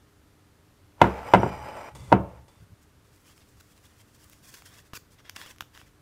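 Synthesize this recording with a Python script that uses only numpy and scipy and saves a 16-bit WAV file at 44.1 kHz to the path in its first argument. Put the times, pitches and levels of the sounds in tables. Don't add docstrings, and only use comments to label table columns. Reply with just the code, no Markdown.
import sys
import numpy as np
from scipy import signal
from scipy.io import wavfile

SR = 44100
rng = np.random.default_rng(int(sys.argv[2]) if len(sys.argv) > 2 else 0)


def bounce(signal):
    frames = np.transpose(np.atleast_2d(signal))
    limited = np.clip(frames, -1, 1)
    pcm = np.round(limited * 32767).astype(np.int16)
    wavfile.write(sys.argv[1], SR, pcm)


N = 265041
TIME = np.arange(N) / SR


def amp(db):
    return 10 ** (np.asarray(db) / 20)


def unit(x):
    return x / np.sqrt(np.mean(x ** 2) + 1e-20)


def read(points, hz):
    f, value = np.transpose(points)
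    return np.interp(np.log(hz + 1), np.log(f + 1), value)


def level(rows):
    return amp(np.interp(TIME, *np.transpose(rows), left=-140, right=-140))


def add(mix, s, sound):
    part = mix[round(s * SR):][:len(sound)]
    part += sound[:len(part)]


def colour(x, points, size=4096):
    hz = abs(np.fft.fftfreq(size, 1 / SR))
    log_gain = np.log(amp(read(points, hz)))
    spectrum = np.exp(np.conj(signal.hilbert(log_gain)))
    taps = np.fft.ifft(spectrum).real[:size // 2]
    return unit(signal.oaconvolve(x, taps)[:len(x)])


def wander(per_s):
    knots = rng.standard_normal(N // 32)
    return np.interp(TIME * per_s, np.arange(len(knots)), knots)


def grains(per_s, spread_db):
    size = amp(spread_db * np.minimum(rng.exponential(1, N), 4))
    sign = rng.choice([-1, 1], N)
    present = rng.random(N) < per_s / SR
    return unit(size * sign * present)


def ring(modes, t):
    out = np.zeros(len(t))
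    for k, (hz, db, t60_s) in enumerate(modes):
        out += (-1) ** k * amp(db - 60 * t / t60_s) * np.sin(2 * np.pi * hz * t)
    return out


def tail(points, rise_s):
    # frequency in Hz, t60 in s.
    room_t60 = [(60, 0.545), (200, 0.11), (500, .45), (1000, 0.43), (2000, 0.16), (3500, 0.28), (8000, .26)]
    hz, t, bands = signal.stft(colour(rng.standard_normal(SR), points), SR, nperseg=512)
    decay = amp(-60 * t / read(room_t60, hz)[:, None])
    wave = signal.istft(bands * decay, SR, nperseg=512)[1][:SR]
    wave = wave * (1 - np.exp(-(np.arange(SR) / SR / rise_s) ** 2))
    return wave / np.linalg.norm(wave)


def resonate(x, hz, width_hz):
    turn = np.exp(2j * np.pi * np.cumsum(hz * np.ones(N)) / SR)
    r = np.exp(-np.pi * width_hz / SR)
    shifted = x / turn
    return unit((turn * signal.lfilter([1], [1, -2 * r, r * r], shifted)).real)


def flexing(x, modes, flex, flutter_db, per_s):
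    out = np.zeros(N)
    for hz, width_hz, db in modes:
        gain = amp(db + flutter_db * wander(per_s))
        out += gain * resonate(x, hz * np.exp(flex * wander(per_s / 2)), width_hz)
    return unit(out)


def stroke(start, length, db, change_db, attack_s, release_s):
    held = np.clip((TIME - start) / length, 0, 1)
    before, after = np.maximum(start - TIME, 0), np.maximum(TIME - start - length, 0)
    outside = before / attack_s + after / release_s
    return amp(db + change_db * (held - .5)) * np.exp(-np.minimum(outside, 20))


def swell(s, db, width_s):
    return amp(db) * np.exp(-.5 * np.minimum(abs(TIME - s) / width_s, 10) ** 2)


def kitchen(waver_hz=0.5, air_db=-59.5):
    # frequency in Hz, rms level in dB.
    hum_partials = [(91.5, -73), (301.5, -73.5), (402, -79), (597.5, -88)]
    # frequency in Hz, density in dB per Hz.
    air_colour = [(12, -41), (20, -14), (60, -6), (96, -1), (182, -12), (301, -13), (337, -16.5),
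                  (399, -16), (738, -22.5), (1330, -21.5), (2200, -27), (2390, -28), (11100, -35.5),
                  (14700, -37.5), (16000, -49)]
    out = amp(air_db) * colour(rng.standard_normal(N), air_colour)
    for hz, db in hum_partials:
        phase = 2 * np.pi * np.cumsum(hz + waver_hz * wander(per_s=2.1)) / SR
        out += amp(db) * unit(np.sin(phase))
    return out


def knocks(boom_db=-25, boom_rise_s=.005, room_db=10, rattle_db=14, rattle_t60_s=0.21,
           chatter_db=-17, chatter_t60_s=0.066, low_hz=72):
    # time in s, force in dB, contact time in ms,
    # rattle and room in dB, counter boom in dB (the last two relative to the force).
    blows = [(1.0135, -23.5, 0.44, -4.5, -9.5), (1.0154, 3, 0.44, -2.5, 0.5), (1.0412, -14, 0.34, 2, 5),
             (1.3362, 3.5, 0.6, -5.5, -1), (1.3464, -2.5, 0.43, 0, 2.5), (1.373, -16, 2.9, -10.5, 9),
             (1.431, -7.5, 1.07, 2.5, -2.5), (1.461, -13, 1.5, 0, -9), (2.1184, -2, 1.55, -5.5, 5),
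             (2.125, 2, 0.7, -1, 1)]
    # frequency in Hz, level in dB, t60 in s.
    tin_modes = [(349, -8.5, 0.032), (560, -4.5, 0.024), (721.8, -8, 0.062), (778, -4.5, 0.026),
                 (946, 0, 0.035), (1393, -10, 0.042), (1575, -8, 0.02), (2068.6, -12.5, 0.035),
                 (2610, -15.5, 0.036), (2954, -16, 0.037), (3650, -25, .025)]
    # frequency in Hz, level in dB, t60 in s.
    counter_modes = [(38, -9.5, 0.11), (55, -14, .2), (67.6, -3.5, .55), (110.3, 0.5, 0.26),
                     (129, -3, 0.22), (177, -9.5, 0.41), (191.4, 2.5, 0.28), (264, -6.5, 0.26),
                     (295, -7.5, 0.29), (339, -4.5, 0.29), (360, -7.5, 0.16), (423.5, -13, .3),
                     (552, -5, 0.27), (638, -18, 0.28), (679, -3.5, 0.35), (763, -9.5, 0.19),
                     (900, -13.5, 0.57), (953, -4.5, .2), (1055.4, -8, 0.24), (1332, -12.5, .22),
                     (1465, -13.5, 0.2), (2150, -21, 0.38), (2313, -20, .35), (2710, -23, .45),
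                     (4870, -28.5, .3), (8400, -27, .3)]
    # frequency in Hz, density in dB per Hz.
    room_colour = [(24, -46.5), (40, -14.5), (182, -1), (257, -4), (597, -12), (676, -12), (746, -15),
                   (956, -16), (1690, -14), (2850, -21.5), (3830, -30), (5040, -42), (15000, -65.5)]
    out, t = np.zeros(N), np.arange(SR) / SR
    clack = ring(tin_modes, t)
    boom = ring(counter_modes, t) * (1 - np.exp(-t / boom_rise_s))
    no_bass = signal.butter(3, low_hz, "highpass", fs=SR, output="sos")
    for s, force_db, contact_ms, wet_db, counter_db in blows:
        u = 2 * np.pi * 1000 * t[:512] / contact_ms
        push = u * np.exp(-u)
        chatter = amp(chatter_db - 60 * t / chatter_t60_s) * rng.standard_normal(SR)
        rattle = tail(room_colour, rise_s=.007) * amp(-60 * t / rattle_t60_s)
        diffuse = amp(room_db) * tail(room_colour, rise_s=0.0055) + amp(rattle_db) * rattle
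        tin = signal.sosfilt(no_bass, clack + chatter + amp(wet_db) * diffuse)
        body = tin + amp(boom_db + counter_db) * boom
        add(out, s, amp(force_db) * signal.fftconvolve(body, push / push.sum()))
    return out


def slide(rub_trim_db=-2.0, sing_trim_db=8.0, judder_db=1.3, pressure_db=1.0):
    # start in s, length in s, friction in dB and
    # singing of the sheet in dB (both before trim), change over the shove in dB.
    shoves = [(1.022, 0.21, -36, -61, -6), (1.272, 0.22, -37, -52.5, 1), (1.527, 0.36, -39.5, -57.5, 0),
              (2.125, .015, -36, -69.5, -0.5), (2.249, .125, -53.5, -75.5, 3.5)]
    # frequency in Hz, density in dB per Hz.
    slide_colour = [(40, -15), (108, -2.5), (175, -10.5), (350, -7), (480, -4), (860, 0), (1200, -7),
                    (1600, -12.5), (2400, -15), (3300, -27), (4000, -30), (6500, -34), (9500, -39.5),
                    (13000, -38), (15500, -44)]
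    # frequency in Hz, width in Hz, level in dB.
    sheet_modes = [(560, 119, 5), (840, 70, 12.5), (1300, 62, 7.5), (1848, 79.5, 0), (2230, 56, 2.5),
                   (2386, 25, 2), (2980, 80, 3), (4930, 140, 0.5), (5750, 120, -3.5), (7330, 170, -6),
                   (8455, 280, -3.5), (9950, 260, -12.5), (11870, 220, -14.5), (12750, 500, -14.5),
                   (14100, 296.8, -21)]
    attack_s, release_s = .014, .022
    unevenness_db = judder_db * wander(per_s=32) + pressure_db * wander(per_s=18)
    slips = grains(per_s=1900, spread_db=0.5) * amp(unevenness_db)
    sheet = flexing(slips, sheet_modes, flex=0.00298, flutter_db=2.5, per_s=22)
    rub_gain, sing_gain = np.zeros(N), np.zeros(N)
    for start, length, rub_db, sing_db, change_db in shoves:
        rub_gain += stroke(start, length, rub_db, change_db, attack_s, release_s)
        sing_gain += stroke(start, length, sing_db, change_db, attack_s, release_s)
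    rub = amp(rub_trim_db) * rub_gain * colour(slips, slide_colour)
    return rub + amp(sing_trim_db) * sing_gain * sheet


def hands(squeak_flex=.013, flick_db=6, flick_s=0.011):
    # start in s, length in s, rumble in dB, change over the rocking in dB.
    rocks = [(1.485, 0.15, -44.5, -4), (1.962, 0.25, -43, 4.5), (2.204, 0.24, -50, -10)]
    # time in s, rumble in dB.
    bumps = [(2.625, -49), (2.725, -47), (3.565, -57), (4.425, -56), (4.635, -63), (5.85, -54)]
    # start in s, length in s, rubbing in dB, squeak in dB, change over the drag in dB.
    brushes = [(1.951, 0.161, -54.5, -64, -3), (2.482, 0.13, -67, -73.5, -3)]
    # frequency in Hz, density in dB per Hz.
    brush_colour = [(180, -30), (300, -4), (553, -4), (744, -12), (863, -1.5), (1700, -17), (1910, -15.5),
                    (3630, -17), (3940, -19.5), (8560, -17.5), (15500, -33)]
    rumble_colour = [(25, -26), (50, -17), (69, 6.5), (90, -5.5), (120, 2.5),
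                     (190, -15.0), (300, -24.5), (900, -54.0)]
    squeak_modes = [(1980, 73, -1), (2260, 88, -1), (3426, 108.8, 3), (4605, 203, -6)]  # Hz, width Hz, dB
    rumble = colour(rng.standard_normal(N), rumble_colour)
    rocking = sum(stroke(*row, attack_s=0.03045, release_s=.022) for row in rocks)
    bumping = sum(swell(s, db, width_s=0.017) for s, db in bumps)
    out = rumble * (rocking + bumping)
    skin = grains(per_s=6600, spread_db=1.5)
    rub = colour(skin, brush_colour)
    squeaks = flexing(skin, squeak_modes, flex=squeak_flex, flutter_db=-5.5, per_s=30)
    for s, length, rub_db, squeak_db, change_db in brushes:
        flick = 1 + amp(flick_db) * np.exp(-abs(TIME - s) / flick_s)
        drag = stroke(s, length, 0, change_db, attack_s=.001, release_s=0.0148)
        out += drag * (amp(rub_db) * flick * rub + amp(squeak_db) * squeaks)
    return out


def fingers():
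    # start in s, length in s, crinkle in dB, fizz in dB.
    grip = (3.05, 1.5, -78, -69)
    # time in s, crinkle in dB, fizz of parting crumbs in dB.
    touches = [(2.625, -68, -66), (2.83, -78, -67), (3.14, -71.5, -63.5), (3.379, -64, -55),
               (3.42, -63.5, -67), (3.72, -67, -63), (3.78, -66, -63.5), (3.853, -61.5, -57),
               (3.91, -67, -68), (4.01, -63, -57.5), (4.16, -69, -62.5), (4.865, -64.5, -59.5),
               (5.13, -66, -60.5), (5.197, -63.5, -69), (5.875, -66, -66)]
    # start in s, length in s, crinkle in dB, fizz in dB, change over the pull in dB.
    pulls = [(3.252, 0.049, -62, -59.5, 7), (4.197, 0.2, -70, -62.5, -8), (4.433, 0.14, -64, -56, 4),
             (4.585, 0.055, -64, -59.5, -6), (4.661, 0.13, -59.5, -57, -1), (5.253, 0.032, -58.5, -69, 8),
             (5.365, 0.14, -52.5, -53, -3.5), (5.739, 0.063, -60, -61.5, 14.5)]
    attack_s, release_s = 0.0083, .022
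    start, length, crinkle_db, fizz_db = grip
    moves = [(stroke(start, length, 0, 0, attack_s, release_s), crinkle_db, fizz_db)]
    for s, crinkle_db, fizz_db in touches:
        moves.append((swell(s, 0, width_s=0.013), crinkle_db, fizz_db))
    for s, length, crinkle_db, fizz_db, change_db in pulls:
        moves.append((stroke(s, length, 0, change_db, attack_s, release_s), crinkle_db, fizz_db))
    bending = np.sqrt(sum((amp(db) * shape) ** 2 for shape, db, _ in moves))
    parting = np.sqrt(sum((amp(db) * shape) ** 2 for shape, _, db in moves))
    return bending, parting


def peel(crinkle_trim_db=-1, flap_trim_db=-3, fizz_trim_db=-2.5, clump_db=3.0, scatter_s=0.00067):
    # frequency in Hz, density in dB per Hz.
    crinkle_colour = [(200, -5.5), (450, 0), (750, -1), (1100, -6), (1500, -0.5), (2200, 0), (2900, -2),
                      (4200, -11), (5500, -4.5), (8000, -31)]
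    fizz_colour = [(2500, -47), (4500, -1), (5500, -0.5), (7500, 0), (9500, -2.5), (13500, -6.5),
                   (16000, -6.5)]
    # frequency in Hz, width in Hz, level in dB.
    flap_modes = [(1100, 270, 0.5), (1690, 760, 0), (2570, 270, 0.5), (3260, 450, 4), (5250, 270, -1)]
    clumps = amp(clump_db * wander(per_s=47))
    fade = np.exp(-np.arange(512) / SR / scatter_s)
    power = signal.oaconvolve(grains(per_s=3500, spread_db=1.5) ** 2, fade)[:N]
    buckles = unit(np.sqrt(abs(power)) * rng.standard_normal(N))
    crumbs = grains(per_s=7000, spread_db=4.5)
    flap = flexing(buckles, flap_modes, flex=0.081, flutter_db=2.0, per_s=110)
    bending, parting = fingers()
    crinkle = bending * (amp(crinkle_trim_db) * colour(buckles, crinkle_colour) + amp(flap_trim_db) * flap)
    fizz = amp(fizz_trim_db) * parting * colour(crumbs + 0.45 * buckles, fizz_colour)
    return clumps * (crinkle + fizz)


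def snaps(crack_s=0.00079, crack_db=-11, ragged=0.058, ragged_s=0.0014, push_hz=125, push_s=0.0011):
    # time in s, level in dB, sharpness in dB and push on the cake in dB
    flips = [(3.162, -55, 10, -30, 2.46), (3.379, -48, 4, -30, 1.66), (3.778, -49, -13, -32, 2.6),
             (3.859, -56, 12, -37, 1.7), (4.243, -51, 19, -25, 2.6), (4.298, -52, 22, -30, 2.7),
             (4.325, -58, 20, -33, 1.24), (4.329, -53, 18, -36, 1.7), (4.333, -46, 10, -28, 1.9),
             (4.456, -56, 14, -25, 1.5), (4.584, -47, -22, -30, 1.5), (4.622, -39.5, -16, -21, 0.78),
             (4.9342, -29.5, -20, 7, 0.87), (4.936, -34.5, -12, -32, 1.02), (4.973, -39, -3, 1, 1.25),
             (5.2953, -35.5, 6, -28, 0.9), (5.2966, -30.5, 9, -25, 1.67), (5.363, -28, -15.5, -34, 1.75),
             (5.3665, -31, 7, -36, 1.13), (5.4153, -31, -17, -37, 1.15), (5.462, -36.5, -11, 1, 1.05),
             (5.562, -51, 10, -32, 1.2), (5.5845, -42.5, 0, -30, 1.9), (5.6082, -20.5, -5, -27, 1.01),
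             (5.623, -35, -5, 3, 0.88), (5.751, -41.5, -9, -28, 1.1), (5.76, -44, 6, -28, 1.1),
             (5.7761, -36, -14, -30, 1.06), (5.815, -39, -8, -30, 0.93)]
    # frequency in Hz at tautness 1, density in dB per Hz.
    pleat_colour = [(60, -21), (180, -6), (450, -18), (750, 1), (1150, 2.5), (1650, 4), (2300, -10),
                    (2800, 0), (3600, -1.5), (4300, -19), (5600, -9), (8000, -22), (15000, -18)]
    out, t = np.zeros(N), np.arange(4096) / SR
    push = np.sin(2 * np.pi * push_hz * t) * np.exp(-t / push_s)
    for s, db, sharp_db, push_db, taut in flips:
        fibres = ragged * rng.standard_normal(len(t)) * np.exp(-t / ragged_s)
        buckle = signal.unit_impulse(len(t)) + fibres
        pop = colour(buckle, [(hz * taut, gain_db) for hz, gain_db in pleat_colour])
        crack = amp(sharp_db + crack_db) * rng.standard_normal(len(t)) * np.exp(-t / crack_s)
        add(out, s, amp(db) * (4 * pop / np.linalg.norm(pop) + crack + amp(push_db) * push))
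    return out


def rips(jitter=0.034):
    # start in s, length in s,
    # level in dB at start, at end, slips per s at start, at end, roughness from 0 to 1.
    runs = [(3.598, 0.014, -59.5, -51.5, 4500, 3600, 0.6), (4.54, .016, -43.5, -50, 860, 275, 0.55),
            (4.936, 0.016, -46.5, -47.5, 940, 1500, 0.47), (4.952, 0.025, -39, -42, 2700, 2240, 0.5),
            (5.606, .017, -46, -52, 2500, 1700, .9)]
    # frequency in Hz, density in dB per Hz.
    rip_colour = [(240, -38), (400, 4.5), (653, -22.5), (809, -25), (957, -5.5), (1490, 3), (2090, -12),
                  (2710, -2.5), (3010, -8), (6780, -5), (8670, -14.5), (13700, -12.5), (15500, -12)]
    out = np.zeros(N)
    for s, length, first_db, last_db, first_hz, last_hz, rough in runs:
        rate_hz = np.interp(TIME, [s, s + length], [first_hz, last_hz])
        rate_hz = rate_hz * (1 + jitter * wander(per_s=770))
        slips = np.diff(np.floor(np.cumsum(rate_hz) / SR), prepend=0)
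        regular = unit(slips - slips.mean())
        drive = (1 - rough) * regular + rough * grains(per_s=7000, spread_db=-0.5)
        out += colour(drive, rip_colour) * level([(s, first_db), (s + length, last_db)])
    return out


def scene(paper_room_db=-13):
    paper = peel() + rips() + snaps()
    paper_room = tail([(200, -19), (3000, 0.5), (15000, 4.5)], rise_s=0.002)
    echo = signal.fftconvolve(paper, paper_room)[:N]
    tin = knocks() + slide() + hands()
    return (tin + paper + amp(paper_room_db) * echo + kitchen())[None]


def record(dry, edge_hz=15750):
    clipped = np.clip(dry, -1, 1)
    low_pass = signal.firwin(255, edge_hz, window=("kaiser", 8), fs=SR)
    return signal.oaconvolve(clipped, low_pass[None], "same")


dry = scene()
out = record(dry)
bounce(out)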